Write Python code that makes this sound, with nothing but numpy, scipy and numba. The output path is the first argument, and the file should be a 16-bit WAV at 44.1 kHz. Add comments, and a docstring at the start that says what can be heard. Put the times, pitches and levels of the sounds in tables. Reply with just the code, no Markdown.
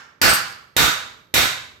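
"""In a sheet-metal shop a sledge strikes a welded steel coupon on a steel table, a metre or two from a phone.
Each blow is a crack shaped by broad plate resonances, with thin decaying rings and clatter; the shed is noise
that builds up and dies away. A loose steel bit, a few high decaying tones, chinks twice after one blow.
Filtered noise is the quiet shop air. The two microphone ports clip the loudest part and a limiter holds
the level down."""
import sys
import numpy as np
from scipy import signal
from scipy.fft import rfft, irfft, next_fast_len
from scipy.io import wavfile
from numba import njit

SR = 44100
rng = np.random.default_rng(int(sys.argv[2]) if len(sys.argv) > 2 else 0)


def gain_from_db(level_db):
    """Convert decibel levels to linear amplitude factors (20 dB per decade)."""
    decades = np.asarray(level_db, float) / 20
    return 10 ** decades


def inscribe(sig):
    """Save sig as 16-bit PCM at rate SR to the path in sys.argv[1].

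    A 1-D sig is mono; a 2-D sig holds one channel per row.
    Samples are clipped to [-1, 1] before scaling.
    """
    pcm = np.round(np.clip(np.atleast_2d(sig).T, -1, 1) * 32767)
    wavfile.write(sys.argv[1], SR, pcm.astype(np.int16))


N = 79380  # length in samples: 1.8 s


def read_curve(table, hz):
    """Reads the second column of a table at any frequency, in straight lines over log frequency."""
    points = np.array(table)
    return np.interp(np.log(np.maximum(hz, 1)), np.log(points[:, 0]), points[:, 1])


# How alike the two ports hear the same noise. Each row: frequency in Hz, likeness from 0 to 1.
PORT_LIKENESS = [(60, 0.36), (130, 1), (300, 0.7), (640, 0.52), (1400, .02), (7000, 0.17), (15000, 0.67)]


def stereo_noise(size):
    """Spectra of left and right noise: a shared and an opposed part, mixed by how alike the ports are."""
    like = np.clip(read_curve(PORT_LIKENESS, np.fft.rfftfreq(size, 1 / SR)), 0, 1)
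    shared, opposed = rfft(rng.standard_normal((2, size)))
    opposed = opposed * np.array([[1], [-1]])
    return (shared * np.sqrt(1 + like) + opposed * np.sqrt(1 - like)) / np.sqrt(2)


# Tone colour of the shop air. Each row: frequency in Hz, relative level in dB.
AIR_COLOUR = [(30, 3), (120, 10), (400, 11.5), (1400, -7), (4000, -19), (8000, -40.5), (16000, -59)]
AIR_DB = -74  # loudness ahead of the microphone


def shop_air():
    """Steady rumble and hiss: noise filtered so that it falls off towards the treble."""
    colour = gain_from_db(read_curve(AIR_COLOUR, np.fft.rfftfreq(N, 1 / SR)))
    air = irfft(stereo_noise(N) * colour, N)
    return air * gain_from_db(AIR_DB) / air.std()


# How long the shed rings on. Each row: frequency in Hz, time to fall by 60 dB in seconds.
SHED_T60 = [(60, 1.58), (200, .9), (600, 0.6884), (1500, 0.5719), (4000, 0.5453), (8000, 0.4739),
            (16000, 0.2625)]
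SHED_SIZE, SHED_BUILD_S = 52000, 0.02  # length in samples, build-up time in seconds
DIRECT_DB, DIRECT_S = 1.5, 0.0049  # direct burst: level in the treble, decay time constant
DIRECT_FROM_HZ = 3000  # the direct burst is thin: the bass arrives by the walls


def shed():
    """Stereo response: a quick direct burst, then noise that builds up and dies away band by band."""
    t, hz = np.arange(SHED_SIZE) / SR, np.fft.rfftfreq(SHED_SIZE, 1 / SR)
    noise = stereo_noise(SHED_SIZE)
    response = 0
    octave = np.log2(np.maximum(hz, 1))
    for centre in np.arange(5, 14.5, .5):  # half-octave steps, as powers of two in Hz
        centre_hz = 2 ** centre
        band = np.cos(np.pi * np.clip(octave - centre, -.5, .5)) ** 2
        decay = np.exp(-np.log(1000) * t / read_curve(SHED_T60, centre_hz))
        build_up = 1 - np.exp(-t / SHED_BUILD_S)
        direct = gain_from_db(DIRECT_DB) * np.exp(-t / DIRECT_S) / (1 + (DIRECT_FROM_HZ / centre_hz) ** 2)
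        response = response + irfft(noise * band, SHED_SIZE) * decay * (build_up + direct)
    return response


def ring(modes, scatter, since):
    """Struck metal: decaying sines of given Hz, dB and T60 in seconds, silent before the hit."""
    hz, db, t60 = (column[:, None] for column in np.array(modes).T)
    on = since[since >= 0]
    decay = np.exp(-np.log(1000) * on / t60)
    tone = gain_from_db(db + scatter[:, None]) * decay * np.sin(2 * np.pi * hz * on)
    return np.concatenate([np.zeros(len(since) - len(on)), tone.sum(axis=0)])


def pan(db):
    """Left and right gains for a sound that is louder on the left by this many dB."""
    return gain_from_db(np.array([[db], [-db]]) / 2)


# The loose bit lands. Each row: start in seconds, level in dB, brightness in dB per octave.
CHINKS = [(0.294, -24, -5), (0.335, -21, 0)]
# Tones of the bit, lowest first. Each row: level in dB, time to fall by 60 dB in seconds.
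BIT_TONES = [(-2.5, 0.16), (-15, .2), (-6.5, 0.17), (-14.5, 0.22)]
# Pitches of those tones, in the same order, in Hz.
BIT_HZ = (8190, 9830, 12317, 14479)
BIT_SCATTER_DB = 3.5  # random spread of each tone
BIT_PAN_DB, BIT_ROOM_DB = 13.5, -12  # left over right; setting of its share through the shed


def loose_bit(room, size, lead):
    """A small steel piece bounces twice near the left port: a few high tones ring at each landing."""
    t = (np.arange(size) - lead) / SR
    scatter = BIT_SCATTER_DB * rng.standard_normal((len(CHINKS), len(BIT_TONES)))
    octaves = np.log2(np.array(BIT_HZ) / np.mean(BIT_HZ))
    modes = [(hz, *row) for hz, row in zip(BIT_HZ, BIT_TONES)]
    chinks = 0
    for (start, db, tilt_db), spread in zip(CHINKS, scatter):
        chinks = chinks + gain_from_db(db) * ring(modes, spread + tilt_db * octaves, t - start)
    in_shed = irfft(rfft(chinks) * room, size) / 20
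    return chinks * pan(BIT_PAN_DB) + gain_from_db(BIT_ROOM_DB) * in_shed


def resonance(hz, centre_hz, width_hz):
    """Response of one broad plate resonance, 1 at the centre."""
    return 1j * hz * width_hz / (centre_hz ** 2 - hz ** 2 + 1j * hz * width_hz)


# Tone colour of the blow. Each row: frequency in Hz, level in dB.
BLOW_COLOUR = [(40, -40.5), (120, -30), (300, -28), (700, -15.5), (1500, -1.5), (4000, -2), (7000, -3),
               (9500, -14.5), (12500, -6), (16000, -15)]
TABLE_HZ, TABLE_WIDTH_HZ, FLANGE_HZ, FLANGE_WIDTH_HZ = 1450, 700, 2200, 400
COUPON_DB, COUPON_WIDTH_HZ, CRACK_DB = 2, 500, -7.5


def blow_body(hz, table_db, flange_db, coupon_hz, size):
    """Spectrum of crack, table, flange and coupon, their powers added, with the energy as early as can be."""
    table = gain_from_db(table_db) * resonance(hz, TABLE_HZ, TABLE_WIDTH_HZ)
    flange = gain_from_db(flange_db) * resonance(hz, FLANGE_HZ, FLANGE_WIDTH_HZ)
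    coupon = gain_from_db(COUPON_DB) * resonance(hz, coupon_hz, COUPON_WIDTH_HZ)
    power = gain_from_db(CRACK_DB) ** 2 + abs(table) ** 2 + abs(flange) ** 2 + abs(coupon) ** 2
    log_gain = np.log(np.sqrt(power) * gain_from_db(read_curve(BLOW_COLOUR, hz)))
    cepstrum = irfft(log_gain, size)
    cepstrum[1:size // 2] *= 2  # folding the cepstrum gives minimum phase
    cepstrum[size // 2 + 1:] = 0
    return np.exp(rfft(cepstrum))


CLATTER_COUNT, CLATTER_S = 24, .07  # hits per blow, time they spread over in seconds
CLATTER_DB, CLATTER_SCATTER_DB = -18.5, 3  # least level (nearly) against the blow, spread above it


def blow_and_clatter(when, big, size):
    """Things on the table jump and clatter: weaker hits at random moments after the blow itself."""
    taps = np.zeros(size)
    hit_db = CLATTER_DB - CLATTER_SCATTER_DB * np.log(big + 0.00033) / 2
    taps[(when * CLATTER_S * SR).astype(int)] = gain_from_db(hit_db)
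    taps[0] = 1  # the blow
    return taps * (-1.) ** np.arange(size)  # every other sample is turned over, so hits push either way


# The hammer head sings on. Each row: level in dB, time to fall by 60 dB in seconds.
HEAD_TONES = [(-60, 1.3), (-62, 1.4)]
# Pitches of the hammer head's tones, in the same order, in Hz.
HEAD_HZ = (12315, 12720)
CLANG_DB, CLANG_T60_S = -14, .04  # the coupon's short clang
STRAIGHT_PAN_DB = 6  # left over right, for clang and hammer head


def straight_ring(coupon_hz, since):
    """The hammer head's long thin tones and the coupon's short clang, heard without the shed."""
    modes = [(hz, *row) for hz, row in zip(HEAD_HZ, HEAD_TONES)]
    modes = modes + [(coupon_hz, CLANG_DB, CLANG_T60_S)]
    return ring(modes, np.zeros(len(modes)), since)


# The blows; the first falls just before the start. Each row: start in seconds, strength in dB,
# table body in dB, flange in dB, coupon pitch in Hz.
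BLOWS = [(-.3, -7, 10, -21, 5520), (0.2155, 2.5, 5.5, -10.5, 4715), (.7655, 3, 1, -5.5, 3703),
         (1.3404, 2.5, -1, 0, 3720)]
# Thin rings of table and coupon. Each row: frequency in Hz, relative level in dB,
# time to fall by 60 dB in seconds.
RINGS = [(1164, -42, .35), (1541, -46, .35), (3760, -46, .35)]
RING_SCATTER_DB = 3  # random spread of each ring


def blows(room, size, lead):
    """Sledge on steel: body, clatter and thin rings go through the shed, the clang and the head do not."""
    hz, t = np.fft.rfftfreq(size, 1 / SR), (np.arange(size) - lead) / SR
    scatter = RING_SCATTER_DB * rng.standard_normal((len(BLOWS), len(RINGS)))
    chance = rng.random((len(BLOWS), 2, CLATTER_COUNT))
    into_shed, straight = 0, 0
    for (start, db, table_db, flange_db, coupon_hz), spread, (when, big) in zip(BLOWS, scatter, chance):
        delay = np.exp(-2j * np.pi * hz * (start + lead / SR))
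        body = blow_body(hz, table_db, flange_db, coupon_hz, size) * delay
        hits = body * rfft(blow_and_clatter(when, big, size))
        rings = rfft(ring(RINGS, spread, t - start)) / 20
        into_shed = into_shed + gain_from_db(db) * (hits + rings)
        straight = straight + gain_from_db(db) * straight_ring(coupon_hz, t - start)
    return irfft(into_shed * room, size) + straight * pan(STRAIGHT_PAN_DB)


def scene():
    """Blows and the loose bit in the shed, over the shop air."""
    lead = SR // 2  # half a second of run-up, for the blow before the start
    size = 2 * next_fast_len((N + lead + SHED_SIZE) // 2)
    room = rfft(shed(), size)
    metal = blows(room, size, lead) + loose_bit(room, size, lead)
    return metal[:, lead:lead + N] + shop_air()


# Loudest level each port can take: left, then right, in dB.
PORT_CEILING_DB = (-7, -11)
# Lopsidedness of the ceilings, left then right, as a fraction.
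CEILING_SKEW = (.08, .03)
# Level of the clipped-off part. Each row: frequency in Hz, level in dB.
CRACKLE_COLOUR = [(40, 7), (150, 4.5), (400, 3), (900, 9), (2000, -22), (6000, -5), (16000, 4.5)]
# Tone colour after the overload. Each row: frequency in Hz, level in dB.
MIC_COLOUR = [(40, 11.5), (150, 10.5), (500, 7), (1500, -3), (5000, -4), (10000, 0), (16000, 0)]
# Balance of the ports. Each row: frequency in Hz, left over right in dB.
LEFT_OVER_RIGHT = [(60, 1.5), (300, -5.5), (1300, -10), (2400, -1.5), (4400, -5), (8000, 6.5), (15000, 1)]


def microphone_ports(dry):
    """The ports clip hard and the stereo processing lifts the bass of that crackle; then tone colour."""
    top, skew = gain_from_db(np.array(PORT_CEILING_DB))[:, None], np.array(CEILING_SKEW)[:, None]
    crackle = np.clip(dry, -top * (1 - skew), top * (1 + skew)) - dry
    hz = np.fft.rfftfreq(N, 1 / SR)
    lean = read_curve(LEFT_OVER_RIGHT, hz) / 2
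    colour = gain_from_db(read_curve(MIC_COLOUR, hz) + np.array([lean, -lean]))
    overloaded = rfft(dry) + rfft(crackle) * gain_from_db(read_curve(CRACKLE_COLOUR, hz))
    ports = irfft(overloaded * colour, N)
    return signal.sosfilt(signal.butter(2, 45, "high", fs=SR, output="sos"), ports)


@njit
def limiter(x, top, attack, release, ratio):
    """One gain for both channels, turned down as the envelope of the louder one passes the threshold."""
    y, envelope = np.empty_like(x), 0.
    for i in range(x.shape[1]):
        peak = max(abs(x[0, i]), abs(x[1, i]))
        envelope += (peak - envelope) * (attack if peak > envelope else release)
        y[:, i] = x[:, i] * (top / max(envelope, top)) ** (1 - 1 / ratio)
    return y


def top_cut(x):
    """Nothing passes above the cut-off."""
    return signal.sosfilt(signal.butter(12, 17030, fs=SR, output="sos"), x)


LIMIT_DB, RATIO, OUT_DB = -2.5, 6.8, 1.5  # threshold, compression ratio, gain after the limiter
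ATTACK_S, RELEASE_S = .003, .045
TOP_HZ = 16050  # from here up the treble is held 24 dB down


def record(dry):
    """Overloading ports, limiter, output gain and a steep treble cut."""
    ports = microphone_ports(dry)
    attack, release = 1 / (1 + ATTACK_S * SR), 1 / (1 + RELEASE_S * SR)
    held = limiter(ports, float(gain_from_db(LIMIT_DB)), attack, release, RATIO)
    treble_cut = signal.cheby2(10, 24, TOP_HZ, fs=SR, output="sos")
    mix = signal.sosfilt(treble_cut, held * gain_from_db(OUT_DB))
    return top_cut(np.clip(mix, -1, 1))


dry = scene()
out = record(dry)
inscribe(out)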